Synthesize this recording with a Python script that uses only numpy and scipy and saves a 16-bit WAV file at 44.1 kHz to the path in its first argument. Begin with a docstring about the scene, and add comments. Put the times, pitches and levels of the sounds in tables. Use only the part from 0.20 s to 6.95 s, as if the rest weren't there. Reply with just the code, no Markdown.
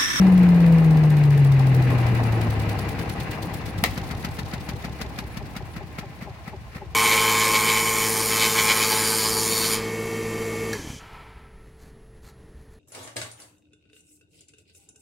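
"""A petrol leaf vacuum on concrete has just been switched off and coasts down, heard from close above.
First a five-blade impeller hums lower and lower (sines locked to the shaft) over a rush of air (shaped noise);
the four-stroke engine ticks (gated noise) and puffs (low pulses) in every cycle.
At low speed the compression release drops in with a clack (noise bursts and ringing casing modes);
from then on the strokes wheeze and click (noise), thud (pulses) and honk (rough falling tones)."""
import sys
import numpy as np
from scipy.fft import rfft, irfft, next_fast_len
from scipy.io import wavfile
from scipy.ndimage import uniform_filter1d, map_coordinates

SR = 44100
rng = np.random.default_rng(int(sys.argv[2]) if len(sys.argv) > 2 else 0)


def generate_wav(sig):
    """Save sig (samples, or channels by samples) to the path in sys.argv[1] as 16-bit PCM at SR."""
    pcm = np.round(np.clip(np.atleast_2d(sig).T, -1, 1) * 32767).astype(np.int16)
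    wavfile.write(sys.argv[1], SR, pcm)


N = 297656

# compression strokes with the release open: t/s, click level/dB
STROKES = [(3.7749, -30), (3.909, -32.5), (4.0461, -27.5), (4.1874, -29), (4.335, -30.5), (4.4884, -29),
           (4.6472, -33), (4.8132, -28), (4.9868, -28), (5.1705, -33.5), (5.3639, -32.5), (5.5652, -39.5),
           (5.7872, -32.5), (6.0229, -40), (6.2774, -42.5), (6.557, -45)]
# release weight strikes, then rebounds: t/s, level/dB
CLACKS = [(3.6373, -13.5), (3.646, -38.5), (3.658, -31)]
# engine's own sounds: t/s, valve gear level/dB, port puff level/dB
ENGINE_LEVELS = [(0, -46, -37), (1.7, -44, -19), (2.6, -42.5, -19), (3.5, -43.5, -21.5),
                 (4.1, -46.5, -20.5), (5.3, -54, -27), (6.75, -62.5, -29)]
# bright rubbing noise, relative spectrum: f/Hz, level/dB
RUB_SPECTRUM = [(3000, -27), (5500, -7.5), (8000, 1), (9600, 1.5), (10200, -2.5), (10550, 0), (10900, 1.5),
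                (11600, 3), (13500, -3), (16000, 3)]

START_CYCLE = -.302
# drag speed: where air drag equals dry friction
FRICTION_TURNS_PER_S2, DRAG_TURNS_PER_S, STANDSTILL_S = 2.471, 21.422, 9.170
REFERENCE_TURNS_PER_S = 20


def amp(db):
    """Decibels to gain."""
    return 10 ** (np.asarray(db) / 20)


def unit(x):
    """Scaled to rms 1."""
    return x / np.sqrt(np.mean(x ** 2) + 1e-20)


def along(points, hz):
    """(Hz, value) points interpolated on a log frequency axis."""
    f, v = np.transpose(points)
    return np.interp(np.log(hz + 1), np.log(f + 1), v)


def clock():
    """The time of each sample, s."""
    return np.arange(N) / SR


def curves(rows):
    """One value per sample for each column after the time."""
    s, *cols = np.transpose(rows)
    return [np.interp(clock(), s, c) for c in cols]


def wobble(rate_hz):
    """A smooth random curve, rate_hz knots a second."""
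    s = np.arange(0, N + 8, 8) / SR  # every 8th sample
    knots = rng.standard_normal(int(N * rate_hz / SR) + 4)
    return np.interp(clock(), s, map_coordinates(knots, [s * rate_hz]))


def filtered(x, response):
    """x times a response of frequency."""
    m = next_fast_len(N + 8192)
    return irfft(rfft(x, m) * response(np.fft.rfftfreq(m, 1 / SR)), m)[..., :N]


def rush(spectrum, grain_db=0):
    """Stereo noise of rms 1, most alike left and right near 350 Hz; grain makes it rattle."""
    # left-right correlation: f/Hz, correlation/1
    likeness = [(40, .1), (80, 0.81), (150, 0.84), (350, 0.94), (700, 0.67), (1400, 0.19), (2800, 0.14),
                (5000, 0), (15000, 0)]

    def mid_side(hz):
        angle = np.arccos(np.clip(along(likeness, hz), -1, 1)) / 2
        return amp(along(spectrum, hz)) * np.array([np.cos(angle), np.sin(angle)])

    white = rng.standard_normal((2, N)) * amp(grain_db * wobble(900))
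    mid, side = filtered(white, mid_side)
    return unit(np.array([mid + side, mid - side]))


def swell(t, rise, fall):
    """An envelope that grows to 1 at t = 0 and dies away, both exponentially (s)."""
    return np.exp(np.minimum(t / rise, -t / fall))


def around():
    """Time axis of a short event, centred on it, s."""
    return np.arange(-SR // 5, SR // 5) / SR


def add(track, s, sound):
    """Mix a short sound into the track, centred at s seconds."""
    at = round(s * SR) - len(sound) // 2 + np.arange(len(sound))
    inside = (at >= 0) & (at < N)
    track[at[inside]] += sound[inside]


def shaft_speed(s):
    """Turns/s of a flywheel braked by dry friction and by air drag that grows with speed squared."""
    return DRAG_TURNS_PER_S * np.tan(FRICTION_TURNS_PER_S2 / DRAG_TURNS_PER_S * (STANDSTILL_S - s))


def by_speed(s, db, per_decade_db):
    """A level that is db at the reference speed and follows the logarithm of speed."""
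    return db + per_decade_db * np.log10(shaft_speed(s) / REFERENCE_TURNS_PER_S)


def release_open():
    """True from the moment the compression release drops in."""
    return clock() > CLACKS[0][0]


def labour():
    """How much the strokes show: small at speed, 1 from 17 turns/s down."""
    return np.minimum(17 / shaft_speed(clock()), 1) ** 2


def surge(cycle, depth_db=1.0):
    """Low sounds come in three surges a cycle, deeper as the engine slows (dB)."""
    return depth_db * labour() * np.cos(2 * np.pi * 3 * (cycle - .86))


def yard(level_db=-45.0):
    """Steady outdoor background: noise strongest in the bass, with a narrow band near 1050 Hz."""
    # relative spectrum: f/Hz, level/dB
    yard_spectrum = [(25, -20), (55, 5.5), (110, 8), (250, -33), (800, -22), (980, -31), (1050, -4.5),
                     (1130, -27), (2000, -20), (5000, -27.5), (15000, -43.5)]
    return amp(level_db) * rush(yard_spectrum)


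def frame(cycle, apart_rad=1.0):
    """The frame rocks on its wheels at low multiples of the cycle rate, in differing phase left and right."""
    # frame response, relative: f/Hz, level/dB
    shake_response = [(20, -47), (35, -23.5), (52, -3), (70, 1.5), (100, -11), (160, -19), (300, -23.5)]
    # frame shake, renewed when the release drops in: t/s, level/dB
    rocking = [(0, -35), (2, -35), (2.6, -37.5), (3.2, -43), (3.65, -36), (4.6, -39), (5.3, -39.5),
               (6.1, -46.5), (6.75, -41)]
    cycle_hz = shaft_speed(clock()) / 2
    orders = np.zeros((2, N))
    for k in range(2, 26):
        phase = 2 * np.pi * k * cycle + rng.uniform(0, 2 * np.pi) + apart_rad * rng.standard_normal((2, 1))
        orders += amp(along(shake_response, k * cycle_hz) + 1.2 * wobble(7.1)) * np.sin(phase)
    return amp(curves(rocking)[0] + surge(cycle)) * unit(orders * np.sqrt(cycle_hz))


def air(cycle, flutter_db=1, load_db=1.0):
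    """Turbulence in the housing, the duct and between the blades, weaker as the shaft slows."""
    # relative spectra: f/Hz, level/dB
    rumble_spectrum = [(30, -37), (60, -3), (90, -2), (120, 5), (170, 5.5), (230, 1), (310, 2), (385, -3.5),
                       (470, -3.5), (620, -12), (1200, -44)]
    duct_spectrum = [(250, -26), (450, -11.5), (580, -4), (715, 0), (770, 4.5), (830, 1.5), (990, -2),
                     (1050, -0.5), (1110, -5.5), (1400, -8.5), (2000, -41.5)]
    whirr_spectrum = [(700, -50), (1250, -4), (1600, 5.5), (1850, 3.5), (2010, 8.5), (2180, 2.5),
                      (2380, 3.5), (2750, 1.5), (3200, -10), (4200, -9), (4900, -14.5), (5600, -19.5),
                      (9000, -31), (16000, -27)]
    # microphone leans in over the engine and draws back: t/s, level/dB
    nearness = [(0, -3), (1.25, -2), (1.75, 3.5), (2.4, 3), (3.1, 2), (4.2, 0.5), (6.75, 1)]
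    s, near_db = clock(), curves(nearness)[0]
    rumble_db = near_db + by_speed(s, db=-33.5, per_decade_db=37.5) + surge(cycle) / 2
    duct_db = near_db + by_speed(s, db=-39.5, per_decade_db=29)
    whirr_db = near_db + by_speed(s, db=-42, per_decade_db=29)
    # twice a cycle = once a turn
    flutter = flutter_db * np.sin(2 * np.pi * 2 * cycle)
    # with the release open, the whirr swells into each compression stroke
    load = load_db * release_open() * np.cos(2 * np.pi * (cycle - .56))
    rumble = amp(rumble_db + 1.3 * wobble(30)) * rush(rumble_spectrum)
    duct = amp(duct_db + flutter + 1.42 * wobble(30)) * rush(duct_spectrum, grain_db=3.0)
    whirr = amp(whirr_db + flutter + load + 1.35 * wobble(30)) * rush(whirr_spectrum, grain_db=1)
    return rumble + duct + whirr


def valve_gear(cycle, tick_floor_db=-16, rub_floor_db=-23, vary_db=1.5,
               sing_db=-11, sing_share=0.34, sing_width=0.1):
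    """Cam and valves tick, then rub with a bright hiss, at fixed places in the cycle."""
    # cam and valve contacts: place/cycle, width/cycle, tick level/dB, rub level/dB, change once open/dB
    contacts = [(0.016, 0.059, 2.5, 4, -4), (.25, 0.12, -9, -5.5, 2.5), (.395, .025, -8, -13.5, 9),
                (.62, 0.061, -12, -35, -1), (.83, 0.022, -13, -25, 15)]
    # relative spectra, tick and faint two-band singing of the rub: f/Hz, level/dB
    tick_spectrum = [(1500, -39), (3000, 11.5), (4500, 11.5), (6000, 5.5), (8000, -4), (10500, -4.5),
                     (13000, -8.5), (16000, -18.5)]
    sing_spectrum = [(9700, -44), (10100, -3), (10300, 5), (10550, -20), (10800, -5), (11000, -1),
                     (11500, -38.5)]

    def touch(share, width):
        from_contact = (cycle - share + .5) % 1 - .5
        return np.exp(-(from_contact / width) ** 2)

    tick, rub = amp(tick_floor_db), amp(rub_floor_db)
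    for share, width, tick_db, rub_db, open_db in contacts:
        contact = touch(share, width) * amp(open_db * release_open())
        tick = tick + amp(tick_db) * contact
        rub = rub + amp(rub_db) * contact
    tick = tick * amp(vary_db * wobble(43)) * rush(tick_spectrum)
    rub = rub * amp(1.9 * wobble(88)) * rush(RUB_SPECTRUM, grain_db=2.0)
    sing = touch(sing_share, sing_width) * amp(sing_db + 3 * wobble(11)) * rush(sing_spectrum)
    return amp(curves(ENGINE_LEVELS)[0]) * (tick + rub + sing)


def ports(cycle, puff_cycles=0.55, thud_cycles=0.66, thud_hz=178, thud_lag_s=0.00444, push_rad=0.46):
    """Gas pushed through a port is a low pulse of a cycle or two; each open compression stroke ends in a thud."""
    # gas puffs of each cycle: place/cycle, f/Hz, level/dB, change once open/dB
    puffs = [(0.116, 117, -3, -8.5), (.41, 143, -5, -6.5), (.72, 145, -11, 5), (.87, 95, -1.5, 1.5),
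             (0.021, 130, -14, 8.5)]
    # engine lurches as the release drops in: t/s, peak level/dB, f/Hz
    lurches = [(3.587, -21, 120), (3.633, -15, 192), (3.697, -20, 93)]
    out, t = np.zeros(N), around()
    level_db, is_open = curves(ENGINE_LEVELS)[1], release_open()

    def pulse(hz, width, lean_rad=0):
        """Leaning favours overpressure; without it the pulse swings both ways alike."""
        swing = np.sin(lean_rad - 2 * np.pi * hz * t + rng.normal(0, .3))
        return swing * np.exp(-(t * hz / width) ** 2)

    for share, hz, db, open_db in puffs:
        for i in np.flatnonzero(np.diff(np.floor(cycle - share))):
            size = amp(level_db[i] + db + open_db * is_open[i] + rng.normal(0, 0.73))
            add(out, i / SR, size * pulse(hz * np.exp(rng.normal(0, 0.1)), puff_cycles, push_rad))
    for s, _ in STROKES:
        size = amp(by_speed(s, db=-19.5, per_decade_db=14))
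        add(out, s + thud_lag_s, size * pulse(thud_hz, thud_cycles))
    for s, db, hz in lurches:
        add(out, s, amp(db) * pulse(hz, thud_cycles))
    return out


def intake(sag_per_s=3, rough=0.076, lag_cycles=.2):
    """The intake valve flutters in a short, slightly falling honk through the tract, plainer as the engine slows."""
    # intake tract: f/Hz, level/dB, delay/s, rise/s, fall/s
    tract = [(845, -1.5, 0.0042, 0.0039, 0.0074), (619, -11, 0.0054, 0.0072, 0.017),
             (405, -5.5, 0.014, 0.012, 0.011)]
    out, t = np.zeros(N), around()

    def flutter(hz):
        """A rough tone whose pitch falls."""
        jitter = rough * unit(uniform_filter1d(rng.standard_normal(len(t)), size=40))
        pitch_hz = hz * np.exp(-sag_per_s * np.maximum(t, 0)) * (1 + jitter)
        return np.sin(2 * np.pi * np.cumsum(pitch_hz) / SR)

    for s, _ in STROKES:
        honk = sum(amp(db) * swell(t - delay, rise, fall) * flutter(hz)
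                   for hz, db, delay, rise, fall in tract)
        cycle_s = 2 / shaft_speed(s)
        add(out, s + lag_cycles * cycle_s, amp(by_speed(s, db=-37, per_decade_db=-16)) * honk)
    return out


def compression(scrape_db=2.5, rebound_db=-10, rebound_s=.007, rise_cycles=0.079, fall_cycles=0.092):
    """Air wheezes past the lifted valve, longer as the engine slows; the valve clicks shut and rebounds."""
    # relative spectra: f/Hz, level/dB
    click_spectrum = [(300, -10), (700, 2.5), (1050, 7), (1350, 5.5), (3000, 2), (4500, 4), (6000, -2.5),
                      (8000, -8), (12000, -7.5), (16000, -14)]
    wheeze_spectrum = [(600, 0), (1100, -7), (1310, 5.5), (1550, -6.5), (1900, 3.5), (2500, -1),
                       (3100, -13), (4500, -12), (7000, -22), (16000, -21)]
    click, wheeze, t = np.zeros(N), np.zeros(N), around()
    for s, snap_db in STROKES:
        cycle_s = 2 / shaft_speed(s)
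        add(click, s + 0.0024, amp(snap_db) * swell(t, rise=0.0017, fall=0.0046))
        rebound = amp(snap_db + rebound_db) * swell(t, rise=0.00088, fall=0.016)
        add(click, s + rebound_s * rng.uniform(.6, 1.4), rebound)
        breath = swell(t, rise=rise_cycles * cycle_s, fall=fall_cycles * cycle_s)
        add(wheeze, s + 0.00097, amp(by_speed(s, db=-32.5, per_decade_db=18)) * breath)
    clicks = click * rush(click_spectrum, grain_db=2)
    return clicks + wheeze * amp(scrape_db * wobble(150)) * rush(wheeze_spectrum, grain_db=2.0)


def release(ring_db=-9, tail_db=-16, crack_db=-13):
    """The steel release weight snaps against its stop and rings the casing."""
    # casing modes, levels relative: f/Hz, level/dB, t60/s
    casing = [(706, -8, 0.07), (860, -6, .06), (1150, -17, .05), (1800, 3, 0.072), (2110, -4, 0.072),
              (2340, -4, 0.065), (2620, -7, 0.15), (3020, -12, .08), (3950, -17, 0.062), (4340, -13, .07)]
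    # relative spectrum: f/Hz, level/dB
    clack_spectrum = [(250, -8), (450, -2), (620, -8.5), (760, 5), (1000, -8), (1300, 2), (1500, -17.5),
                      (2000, 5.5), (3000, -5), (4300, -5.5), (6000, -13.5), (12000, -19), (16000, -15.5)]
    burst, ring, t = np.zeros(N), np.zeros((2, N)), around()
    for s, db in CLACKS:
        snap = swell(t, rise=0.00024, fall=0.0074) + amp(tail_db) * swell(t, rise=.0004, fall=0.046)
        add(burst, s + 0.0013, amp(db) * snap)
        for side in ring:
            modes = sum(amp(level - 60 * abs(t) / t60) * np.sin(2 * np.pi * hz * t + rng.uniform(0, 2 * np.pi))
                        for hz, level, t60 in casing) * (t > 0)
            add(side, s, amp(db + ring_db) * modes / np.abs(modes).max() * 2)
    # bright edge of the first strike
    crack = amp(crack_db) * swell(clock() - CLACKS[0][0] - .0015, rise=.0003, fall=0.002) * rush(RUB_SPECTRUM)
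    return burst * rush(clack_spectrum, grain_db=-1.0) + crack + ring


def impeller(cycle, second_db=-3, third_db=-1, sway_db=-33, drag_cycles=0.0025, throb_db=1,
             fades_below_turns_per_s=20.5, fade_db_per_turn_per_s=11):
    """Five blades pass the housing's outlet, ten times in each engine cycle."""
    # hum: t/s, level/dB
    hum = [(0, -12), (.55, -13.5), (.97, -15), (1.25, -13.5), (1.8, -19.5), (2.1, -21.5), (2.5, -27)]
    # housing response to the blade overtones: f/Hz, level/dB
    housing = [(200, -19.5), (330, -27), (410, -30), (470, -26), (500, -18), (525, -40), (600, -31)]
    speed = shaft_speed(clock())
    level_db = curves(hum)[0] - fade_db_per_turn_per_s * np.maximum(fades_below_turns_per_s - speed, 0)
    # each compression brakes the flywheel, the more the slower it turns, up to a limit
    uneven = np.minimum((25 / speed) ** 3, 2)
    braking = drag_cycles * uneven * np.sin(2 * np.pi * cycle)
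    turn = 2 * np.pi * (cycle + 0.00063 * wobble(31) - braking)  # phase of the engine cycle, rad
    blade, blade_hz = 10 * turn, 10 * speed / 2
    throb = -throb_db * uneven * (np.cos(turn) + np.cos(2 * turn)) / 2
    # an overtone stands out while it slides through the housing's resonance
    overtones = sum(amp(db + along(housing, k * blade_hz) + 2.0 * wobble(13.7)) * np.sin(k * blade)
                    for k, db in enumerate([second_db, third_db], 2))
    # the uneven shaft adds weak low orders
    sway = sum(amp(sway_db + 2 * wobble(6.9)) * np.sin(k * turn + rng.uniform(0, 2 * np.pi))
               for k in range(7, 10))
    return np.sqrt(2) * amp(level_db + throb) * (np.sin(blade) + overtones + sway)


def reflected(x, wet_db=-6.5):
    """Close hard surfaces comb the treble, a little differently at each microphone port."""
    # nearby deck, hose and concrete: extra path/ms, level before wet_db/dB
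    echoes = [(1.7, -11.5), (3.9, -44.5), (6.3, -10), (8.9, -21), (12.7, -8), (17.3, -11.5)]
    paths = [(ms / 1000 * (1 + .03 * rng.standard_normal((2, 1))), amp(db + wet_db)) for ms, db in echoes]

    def scatter(hz):
        return hz / (hz + 500) * sum(g * np.exp(-2j * np.pi * hz * s) for s, g in paths)

    return filtered(x, lambda hz: 1 + scatter(hz)) / np.sqrt(1 + sum(g * g for s, g in paths))


def scene():
    """The machine, a little to the left, over the outdoor background."""
    cycle = START_CYCLE + np.cumsum(shaft_speed(clock())) / SR / 2  # two turns make one engine cycle
    # left and right gains in dB
    bass = (impeller(cycle) + ports(cycle) + frame(cycle)) * amp([[1.1], [-1.1]])
    running = reflected(air(cycle) + valve_gear(cycle) + intake()) * amp([[1.05], [-1.05]])
    knocks = (compression() + release()) * amp([[1.4], [-1.4]])
    return bass + running + knocks + yard()


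def record(dry, low_hz=33, top_hz=15900):
    """The microphone thins the deepest bass and keeps nothing above its band limit."""
    return filtered(dry, lambda hz: (hz < top_hz) * hz ** 4 / (hz ** 4 + low_hz ** 4))


dry = scene()
out = record(dry)
generate_wav(out)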